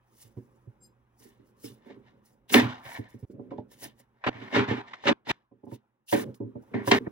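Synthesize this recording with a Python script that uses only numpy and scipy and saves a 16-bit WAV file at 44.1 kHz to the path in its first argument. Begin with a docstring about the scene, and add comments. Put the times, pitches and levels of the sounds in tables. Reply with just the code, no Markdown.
"""In a small kitchen, a knife saws into a raw sweet potato on a wooden board.
Wet flesh hisses as it tears, the blade rasps and snaps on skin and wood, and once the steel sings.
The knife breaks through and knocks the board, and the stuck root is banged down: board and counter
ring low and the room answers. A fridge hums behind it. Now and then the ringing breaks off abruptly."""
import sys
import numpy as np
from scipy import signal
from scipy.fft import rfft, irfft, next_fast_len
from scipy.io import wavfile
from scipy.ndimage import uniform_filter1d, map_coordinates

SR = 44100
rng = np.random.default_rng(int(sys.argv[2]) if len(sys.argv) > 2 else 0)


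def wav_record(signal):
    """Record a signal, one row per channel, as 16-bit PCM in the file named by sys.argv[1]."""
    frames = np.transpose(np.atleast_2d(signal))
    bounded = np.clip(frames, -1, 1)
    # unit amplitude maps onto the largest positive 16-bit level
    quanta = np.round(bounded * 32767).astype(np.int16)
    wavfile.write(sys.argv[1], SR, quanta)


N = 313551

# Levels in the tables are relative. A ring time is how long a sound takes to fade by 60 dB.
# How alike the two ears hear a noise. Each row: frequency in Hz, likeness (1 is the same).
EAR_LIKENESS = [(60, 0.97), (300, 0.71), (700, 0.85), (3000, 0.39), (8000, .9)]
# How far the two sides are out of step. Each row: frequency in Hz, phase in radians.
EAR_PHASE = [(100, 0.14), (400, 0.52), (800, 1.5), (3000, 1.54), (12000, 1.7)]
# Moments when the ringing breaks off. Each row: time in seconds, drop in dB.
CUTOFFS = [(3.253, -40), (4.297, -20.5), (4.656, -4), (4.82, -7.5), (5.132, -30), (5.319, -33),
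           (5.768, -4.5), (6.245, -15.5), (6.99, -24.5), (7.082, -18)]
# The background over time. Each row: time in seconds, then fridge hum, murmur and air, all in dB.
ROOM_LEVELS = [(0, -69.5, -73, -74.5), (.56, -66, -63.5, -73), (1.05, -68.5, -72.5, -76),
               (1.4, -70, -67, -74), (2.0, -71, -60, -70.5), (2.42, -70.5, -71, -78),
               (2.8, -68, -64, -70.5), (3.24, -64, -64.5, -75.5), (3.265, -85, -74, -81),
               (3.32, -68, -54, -79), (3.45, -69, -50, -72), (3.7, -69, -62, -77), (4.1, -75, -73, -76),
               (4.29, -77, -73, -77.5), (4.42, -75, -59, -59.5), (5.05, -79, -69, -86),
               (5.38, -81.5, -72.5, -79.5), (5.49, -86, -88.5, -87), (5.7, -88, -79.5, -75.5),
               (6.1, -88, -81, -88), (6.26, -79, -40.5, -64.5), (6.39, -80, -70.5, -77),
               (6.52, -76, -57.5, -73), (6.69, -73.5, -67, -67), (6.8, -75.5, -47, -61.5),
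               (7.11, -69, -52.5, -63)]
# The low murmur of counter and room. Each row: frequency in Hz, level in dB.
MURMUR_SPECTRUM = [(40, -49), (80, -21), (125, 1), (160, -15.5), (215, 0), (260, -8), (390, -7),
                   (480, -14.5), (540, -8), (700, -32.5), (1500, -93.5)]
# The soft rush of air. Each row: frequency in Hz, level in dB.
AIR_SPECTRUM = [(380, -42), (650, -12.5), (929, -3), (1100, -10), (1630, -15), (4000, -30.5), (5200, -65.5),
                (8800, -120)]
# The tones of lightly brushed steel. Each row: pitch in Hz, level in dB.
STEEL_TONES = [(4129, -88), (4980, -70.5), (6266, -85), (7483, -69.5), (8753, -77), (10164, -98),
               (11709, -84), (13356, -83)]
# The hiss of wet flesh, also used for the room's faint rustle. Each row: frequency in Hz, level in dB.
HISS_SPECTRUM = [(600, -80), (2650, -36), (4500, -4), (5390, 0.5), (8370, -5.5), (10000, 0.5), (11800, -2),
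                 (12500, -9.5), (15000, 0), (16000, 4.5)]
# The edge tearing flesh. Each row: peak time, swell and fade in seconds, level in dB.
SLICE_STROKES = [(.226, 0.11, 0.086, -51.5), (.36, .08, 0.54, -74.5), (1.23, .06, 0.11, -52.5),
                 (1.476, 0.045, 0.065, -68.5), (1.658, 0.051, 0.077, -41.5), (1.872, .03, .06, -69),
                 (2.26, 0.024, .08, -58), (2.495, .009, 0.16, -42), (2.535, .022, .08, -22),
                 (2.86, .04, .15, -50), (2.94, 0.1, 0.066, -44), (3.088, 0.011, 0.17, -64.5),
                 (3.188, .01, 0.1, -67), (3.31, 0.061, 0.041, -71), (3.716, .02, 0.1, -52),
                 (3.842, .055, 0.048, -40), (4.002, 0.037, 0.031, -57), (4.272, 0.023, .1, -58),
                 (4.555, .05, 0.082, -52), (4.7, .03, .15, -65.5), (5.065, 0.032, 0.1, -53),
                 (5.3, .021, .04, -42.5), (5.658, .015, .012, -70), (5.745, 0.045, .025, -47.5),
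                 (6.09, 0.017, .1, -42), (6.118, 0.029, 0.14, -32), (6.195, .06, 0.06, -36.5),
                 (6.346, .006, 0.035, -56.5), (6.622, .015, 0.13, -67), (6.875, 0.028, 0.15, -36),
                 (6.92, .021, 0.076, -37.5)]
# Blade or root rubbing on skin and wood. Each row: peak time, swell and fade in seconds, level in dB,
# extra dB for the upper resonances.
RUB_STROKES = [(.226, 0.1, 0.085, -67.5, 3), (1.22, 0.026, 0.23, -66, -4), (1.66, 0.058, 0.1, -66, 8),
               (1.909, 0.1, 0.06, -55.5, -8), (2.074, 0.054, 0.094, -64.5, -6), (2.27, .06, 0.093, -74, -4),
               (2.5, 0.013, .3, -52, 6.5), (2.543, .012, 0.09, -18, -6.5), (2.69, 0.055, 0.15, -47, -3),
               (2.856, 0.023, 0.22, -41.5, -11), (2.96, 0.15, 0.053, -40.5, -10.5),
               (3.508, 0.0045, 0.043, -59.5, -8), (3.58, .01, 0.037, -64.5, -2.5),
               (3.716, 0.022, 0.17, -65, 0), (3.841, 0.047, 0.062, -46, -2),
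               (4.002, 0.038, 0.044, -64.5, -5), (4.272, 0.036, .08, -36, -16.5),
               (4.33, 0.039, .3, -49, -15), (4.44, 0.16, .15, -48.5, -10.5),
               (4.557, 0.033, 0.073, -22.5, -8.5), (4.685, 0.017, 0.18, -36, -10.5),
               (4.88, 0.034, 0.34, -51.5, -8.5), (4.936, .012, 0.046, -45, -7.5),
               (5.087, 0.039, 0.027, -24.5, -1.5), (5.301, 0.028, 0.096, -29.5, -2.5),
               (5.748, 0.049, 0.043, -63.5, 4), (6.092, 0.013, 0.19, -61.5, 17.5),
               (6.128, 0.011, 0.093, -29.5, -7), (6.346, 0.0053, .03, -74, 1.5),
               (6.74, 0.0053, 0.14, -37, -23.5), (6.884, 0.036, 0.15, -41, -1),
               (6.916, 0.0058, 0.068, -17.5, -7.5), (7.069, 0.019, .022, -46, -33)]
# Where rubbed blade and root resonate. Each row: centre in Hz, width in Hz, level in dB.
RUB_RESONANCES = [(728, 310, -1.5), (980, 140, 0.5), (1496, 200, -7), (1813, 190, 3), (2133, 330, -1.5),
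                  (2928, 640, 1.5), (3570, 280, 2), (3950, 630, -2.5), (5020, 1100, -9.5),
                  (6204, 2100, -16)]
# The edge snapping on skin or wood. Each row: start in seconds, level in dB, rough centre in Hz,
# ring time in seconds.
EDGE_SNAPS = [(2.494, -46, 1980, 0.027), (2.541, -1.5, 2030, 0.022), (2.564, -21.5, 2334, 0.03),
              (3.39, -59, 689, 0.037), (3.511, -30, 588, 0.022), (3.585, -38, 598, 0.021),
              (4.239, -22.5, 1200, 0.082), (4.271, -17, 880, 0.054), (4.513, -37.5, 953, 0.034),
              (4.553, -18.5, 960, 0.068), (4.935, -30, 1320, 0.051), (5.037, -28, 687, 0.037),
              (5.068, -18, 1020, 0.048), (5.269, -29, 947, 0.021), (5.666, -51.5, 600, 0.022),
              (5.714, -42.5, 930, 0.03), (6.125, -17, 607, 0.038), (6.343, -49, 3740, 0.025),
              (6.742, -19.5, 613, 0.02), (6.875, -18, 925, 0.04), (6.914, -5, 2220, 0.031),
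              (7.069, -31, 610, 0.042)]
# The tones of the counter (first row) and the board. Each row: pitch in Hz, level in dB,
# ring time in seconds for an average blow.
WOOD_TONES = [(117.5, 9, 0.23), (210.3, -7.5, 0.32), (246.6, -3.5, 0.32), (276.2, -2.5, 0.22),
              (315.7, -2, 0.19), (392.6, -3, 0.26), (450.9, -7, 0.25), (560, 6, 0.13), (726, -1.5, 0.11),
              (884, -3.5, 0.14), (983.5, -5, 0.12), (1174, -14, 0.031)]
# The rattle of a hard contact. Each row: frequency in Hz, level in dB.
RATTLE_SPECTRUM = [(150, -70), (590, -22), (1000, -0.5), (1140, -10), (1510, -3), (2060, -6.5), (2370, -2),
                   (2580, -9), (3210, -9), (4910, -24), (6160, -29.5), (8000, -38.5), (10400, -69),
                   (17600, -120)]
# The kitchen's answer to a rattle. Each row: frequency in Hz, ring time in seconds for an average blow.
KITCHEN_ECHO = [(600, 0.9), (2000, 0.3), (5000, 0.29), (12000, 0.19)]
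# Blows on the board. Each row: start in seconds, level in dB, extra dB for the upper tones, for the
# rattle and for the counter's thump, ring length in seconds (compared with AVERAGE_RING_S).
BLOWS = [(.242, -57.5, -15, -9, 3, 0.19), (.366, -32.5, -14, -28, -5, 0.17),
         (0.669, -44, -14, -42, 12, 0.094), (1.201, -55, -30, -25, -9, 0.32),
         (1.25, -46, -29, -22, -14, 0.21), (1.393, -47.5, -28, -28, -7, 0.13),
         (1.637, -33, -40, -15, -10, 0.18), (1.696, -43, -31, -36, 1, 0.15),
         (1.859, -43.5, -7.5, -25.5, -35, 0.3), (1.897, -37.5, -6.5, -15, -32, 0.18),
         (1.963, -44, -29, -41, -7, 0.21), (2.503, -31.5, -17, -18, -18.5, 0.087),
         (2.519, -26, -26, -1.5, -26, 0.22), (2.543, -5, -10.5, -8.5, -35, .16),
         (2.561, -20, -16.5, -4.5, -17, 0.28), (2.579, -19, -6, -4.5, -30.5, .25),
         (2.625, -24, -11, -2.5, 0.5, 0.23), (2.851, -51.5, 5, -4, 4, .15),
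         (2.986, -28, -10, -36, -6.5, .14), (3.14, -34, -20, -31, -4.5, .1),
         (3.225, -40, -16, -21, 2.5, 0.21), (3.297, -37, -26.5, -27, -14, .15),
         (3.338, -39, -24, -34, -9, 0.12), (3.391, -30.5, -12.5, -45, -17, 0.22),
         (3.514, -30.5, -5, -27, -26, 0.26), (3.582, -29, 0.5, -46.5, -13.5, 0.15),
         (3.713, -53, 0, -7, -19.5, 0.13), (3.818, -42.5, -9, -17, -6.5, 0.21),
         (3.854, -38, -6.5, -14, -5.5, 0.11), (3.995, -57.5, -1, -15, -6, .15),
         (4.262, -20.5, -5, 3, -13, .2), (4.284, -24, -1, -24, -9, 0.26),
         (4.344, -43, -10, 1.5, -6.5, 0.62), (4.412, -38, -26, 1, -10, 0.3),
         (4.524, -31, -7, -0.5, -25, 0.67), (4.542, -22.5, -13, 0.5, -19.5, 0.23),
         (4.558, -13.5, -9, -3, -15.5, 0.26), (4.584, -15.5, -9.5, -11.5, -13, 0.18),
         (4.681, -24.5, -5, -3, -11, 0.24), (4.707, -18, -12.5, -7.5, -13, 0.2),
         (4.768, -32.5, -7.5, -1.5, -10.5, 0.24), (5.053, -28, -2.5, 3.5, -12, 0.25),
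         (5.068, -17, -8, 7.5, -34.5, 0.082), (5.084, -14.5, -3.5, -3.5, -20, 0.21),
         (5.11, -14.5, -32, -11.5, -29, 0.11), (5.269, -32, -15, -3.5, -13, 0.15),
         (5.297, -24.5, -6, 9, -13, .2), (5.511, -50, -8, -31, -10.5, 0.28),
         (5.632, -39, -5.5, -33, -11, 0.12), (5.666, -39, -3, -32, -14.5, 0.23),
         (5.718, -32.5, -5.5, -24, -6, 0.15), (6.124, -15.5, -2, -11.5, -19.5, 0.3),
         (6.272, -40, -10, -41, 0, 0.22), (6.401, -24, -19.5, -50, -11, 0.3),
         (6.552, -32, -6.5, -43.5, -10, 0.18), (6.712, -40.5, -18, -19, -9.5, 0.22),
         (6.74, -20, -19.5, -20.5, -15, 0.33), (6.873, -17.5, 0.5, -19, -12.5, 0.19),
         (6.916, -9, -8.5, -8, -21, 0.21), (6.96, -23.5, -13, -10, -6, 0.11),
         (7.003, -33, -35, -33, -11.5, 0.28), (7.066, -23.5, -20, -44, -22, 0.26)]

SHAKE_MURMUR_DB, SHAKE_AIR_DB, SHAKE_RISE_S, SHAKE_RING_S = -30, -44.5, .04, 0.53
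GRAZE_START_S, GRAZE_RISE_S, GRAZE_HOLD_S, GRAZE_RING_S, GRAZE_DB = 0.803, 0.026, 0.034, 0.14, 4
STROKE_DEPTH_DB = 20  # a stroke climbs this much in its swell and drops this much in its fade
LEAD_SWELLS, TOUCH_S = 1.9, .006  # the edge touches this many swells before the peak, this quickly
CONTACT_S, AVERAGE_RING_S = 0.0027, 0.24  # how a blow rises and how long it lasts
PAN_DB, PAN_PER_DB = -1.14, 0.0814  # left over right for a 0 dB blow; softer blows sit further right
TOP_HZ = 15850


def amp(db):
    """Turn decibels into a gain."""
    return 10 ** (np.asarray(db) / 20)


def unit(x):
    """Scale a signal to an average power of 1."""
    return x / np.sqrt(np.mean(x ** 2) + 1e-20)


def along(points, hz):
    """Read a table of frequencies and values at hz, on a log frequency axis."""
    f, v = np.transpose(points)
    return np.interp(np.log(hz + 1), np.log(f + 1), v)


def wobble(rate):
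    """A smooth random curve through `rate` new values a second."""
    return map_coordinates(rng.standard_normal(int(N * rate / SR) + 4), [np.arange(N) * rate / SR])


def noise(size, gain_db, window=256, patchy_db=0):
    """Stereo noise shaped by gain_db(frequency, time), with optional louder and softer patches."""
    hz, t, spectra = signal.stft(rng.standard_normal((3, size)), SR, nperseg=window)
    patches = uniform_filter1d(spectra[2].real, size=2, axis=0)
    patches = unit(uniform_filter1d(patches, size=2560 // window, axis=1))
    spread = np.arccos(along(EAR_LIKENESS, hz))[:, None] / 2
    mid, side = spectra[0] * np.cos(spread), spectra[1] * np.sin(spread)
    pair = np.array([mid + side, (mid - side) * np.exp(1j * along(EAR_PHASE, hz))[:, None]])
    shaped = pair * amp(gain_db(hz[:, None], t) + patchy_db * patches)
    return signal.istft(shaped, SR, nperseg=window)[1][:, :size]


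def cutoff(start, t):
    """Gain of a sound t seconds after its start: it drops within 2 ms at the next cutoff."""
    at, drop_db = next(((at, db) for at, db in CUTOFFS if at > start), (N / SR, 0))
    return amp(drop_db * np.clip((start + t - at + 0.0023) / 0.002, 0, 1))


def stroke_gains(strokes, roundness):
    """One gain curve a stroke: it swells, then fades (roundness 1 is pointed, 2 is rounded)."""
    gains = []
    for peak, swell, fade, db, *_ in strokes:
        t = np.arange(N) / SR - peak
        distance = np.where(t < 0, -t / swell, np.abs(t / fade) ** roundness)
        touch = np.clip((t + LEAD_SWELLS * swell) / TOUCH_S, 0, 1)
        gains.append(amp(db - STROKE_DEPTH_DB * distance) * touch * cutoff(peak, t))
    return np.array(gains)


def fridge(level_db):
    """The mains hum wavers, and the compressor shakes the floor with a deep drone."""
    hum = np.sin(2 * np.pi * 120.5 * np.arange(N) / SR + .5 * wobble(12))
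    drone = unit(noise(N, lambda f, _: -30 * np.log2((f + 1) / 52) ** 2, window=2048))
    return amp(level_db + 1.7 * wobble(7)) * hum + amp(level_db - 5.5) * drone


def counter_shake():
    """How strongly all the blows so far still shake the counter, as a gain."""
    power, t = np.zeros(N + SR), np.arange(SR) / SR
    rise = 1 - np.exp(-t / SHAKE_RISE_S)
    for start, db, *_ in BLOWS:
        shake = amp(db - 60 * t / SHAKE_RING_S) * rise * cutoff(start, t)
        power[round(start * SR):][:SR] += shake ** 2
    return np.sqrt(power[:N])


def kitchen():
    """The fridge, a restless low murmur, and air with a faint rustle; blows stir murmur and air."""
    times, *levels = np.transpose(ROOM_LEVELS)
    hum_db, murmur_db, air_db = [np.interp(np.arange(N) / SR, times, db, -150, -150) for db in levels]
    shake = counter_shake()
    murmur = unit(noise(N, lambda f, _: along(MURMUR_SPECTRUM, f), window=2048))
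    air = unit(noise(N, lambda f, _: along(AIR_SPECTRUM, f), patchy_db=3.5))
    rustle = unit(noise(N, lambda f, _: along(HISS_SPECTRUM, f), patchy_db=3))
    rustle *= amp(-12.5 + 0.71 * wobble(60))
    murmur_gain = np.hypot(amp(murmur_db), amp(SHAKE_MURMUR_DB) * shake) * amp(2.5 * wobble(18))
    air_gain = np.hypot(amp(air_db), amp(SHAKE_AIR_DB) * shake)
    lean_right = amp([[-1.5], [1.5]])
    return lean_right * (murmur_gain * murmur + fridge(hum_db)) + air_gain * (air + rustle)


def singing_blade():
    """One graze sets the steel's tones singing, each unsteady in level and pitch."""
    t = np.arange(N) / SR
    ring = sum(amp(db + 5.5 * wobble(54.8)) * np.sin(2 * np.pi * hz * t + 0.74 * wobble(89))
               for hz, db in STEEL_TONES)
    rise = np.clip((t - GRAZE_START_S) / GRAZE_RISE_S, 0, 1)
    fading_s = np.maximum(t - GRAZE_START_S - GRAZE_RISE_S - GRAZE_HOLD_S, 0)
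    lean_left = amp([[1.5], [-1.5]])
    return lean_left * rise * amp(GRAZE_DB - 60 * fading_s / GRAZE_RING_S) * ring


def tearing_flesh():
    """Wet cells tear along the edge as fine grains of hiss."""
    grains = amp(1.2 * wobble(400) + 2.7 * wobble(50))
    hiss = unit(grains * noise(N, lambda f, _: along(HISS_SPECTRUM, f), patchy_db=4.5))
    return stroke_gains(SLICE_STROKES, roundness=1.2).max(axis=0) * hiss


def rasp(resonances, scratching):
    """Scratchy noise, strongest where blade and root resonate."""
    def spectrum_db(f, _):
        power = sum(amp(2 * db) / (1 + (2 * (f - hz) / width) ** 2) ** 2 for hz, width, db in resonances)
        return 10 * np.log10(power)
    return unit(scratching * noise(N, spectrum_db, window=512, patchy_db=3))


def rubbing():
    """Rubbing on skin and wood makes a low and a high rasp, mixed differently for each stroke."""
    low_gains = stroke_gains(RUB_STROKES, roundness=1.15)
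    high_gains = low_gains * amp([row[-1:] for row in RUB_STROKES])
    scratching = amp(2.2 * wobble(250) + 1.2 * wobble(40))
    low = rasp(RUB_RESONANCES[:5], scratching)
    high = rasp(RUB_RESONANCES[5:], scratching)
    return low_gains.max(axis=0) * low + high_gains.max(axis=0) * high


def edge_snaps():
    """The steel edge snaps on skin or wood: a short burst of noise with a sharp start."""
    out, t = np.zeros((2, N + SR)), np.arange(SR // 10) / SR
    rise = 1 - np.exp(-t / 0.0016)
    for start, db, hz, ring_s in EDGE_SNAPS:
        burst = unit(noise(len(t), lambda f, _: -7 * np.log2((f + 50) / hz) ** 2))
        out[:, round(start * SR):][:, :len(t)] += amp(db - 2.5 - 60 * t / ring_s) * rise * burst
    return out[:, :N]


def wood_ring(t, upper_db, thump_db, stretch, pan_db):
    """Counter and board ring in fading tones, a little different at every blow."""
    hz, level_db, ring_s = np.transpose(WOOD_TONES)[:, :, None]
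    level_luck, pitch_luck, phase_luck, pair_luck = rng.standard_normal((4, len(hz), 1))
    drift = hz / 24000 * np.cumsum(rng.standard_normal((len(hz), len(t))), axis=1)
    blur = uniform_filter1d(drift, size=90)  # the loose board never rings purely
    start_db = level_db + 2 * level_luck + (hz < 160) * thump_db + (hz > 500) * upper_db
    strength = amp(start_db - 60 * t / (stretch * ring_s))
    phase = 2 * np.pi * hz * (1 + .02 * pitch_luck) * t + 2 * phase_luck + blur
    skew = 0.0016 * hz * pair_luck  # higher tones reach the two ears less alike
    beat_hz = 23 * (1 + 0.44 * pair_luck)  # close pairs of tones beat
    flutter = 1 + .5 * np.sin(2 * np.pi * beat_hz * t + 3 * pitch_luck)
    return np.array([amp(-ear * pan_db / 2) * (strength * flutter * np.sin(phase + ear * skew)).sum(0)
                     for ear in (-1, 1)])


def contact_rattle(size, stretch):
    """Hard contact makes a rattle that the kitchen's echo draws out."""
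    def spectrum_db(f, t):
        return along(RATTLE_SPECTRUM, f) - 60 * t / (stretch * along(KITCHEN_ECHO, f))
    rattle = noise(size, spectrum_db, patchy_db=4)
    return rattle / np.sqrt(np.mean(rattle[:, :SR // 50] ** 2))  # the first 20 ms set the level


def board_knocks():
    """Knife or root strikes the board: each blow rings the wood and adds a rattle."""
    out, t = np.zeros((2, N + SR)), np.arange(SR // 2) / SR
    rise = (1 - np.exp(-t / CONTACT_S)) ** 2
    bass_cut = signal.butter(4, 75, 'high', fs=SR, output='sos')  # a small board gives no deep bass
    for start, db, upper_db, rattle_db, thump_db, ring_s in BLOWS:
        stretch = ring_s / AVERAGE_RING_S
        wood = wood_ring(t, upper_db, thump_db, stretch, pan_db=PAN_DB + PAN_PER_DB * db)
        wood = amp(db - 5.5) * signal.sosfilt(bass_cut, rise * wood)
        rattle = amp(db + rattle_db - 10) * rise * contact_rattle(len(t), stretch)
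        out[:, round(start * SR):][:, :len(t)] += (wood + rattle) * cutoff(start, t)
    return out[:, :N]


def scene():
    """Add the cutting and the kitchen together."""
    return board_knocks() + edge_snaps() + rubbing() + tearing_flesh() + singing_blade() + kitchen()


def record(dry):
    """A small microphone rounds the highest peaks and loses the deep bass and the very top treble."""
    size = next_fast_len(N + SR // 4)
    hz = np.fft.rfftfreq(size, 1 / SR)
    bass_cut = (1j * hz / (28 + 1j * hz)) ** 2
    treble_cut = (1 - np.tanh((hz - TOP_HZ) / 40)) / 2
    rounded = dry / (1 + np.abs(dry / .95) ** 4) ** .25
    return irfft(rfft(rounded, size) * bass_cut * treble_cut, size)[:, :N]


dry = scene()
out = record(dry)
wav_record(out)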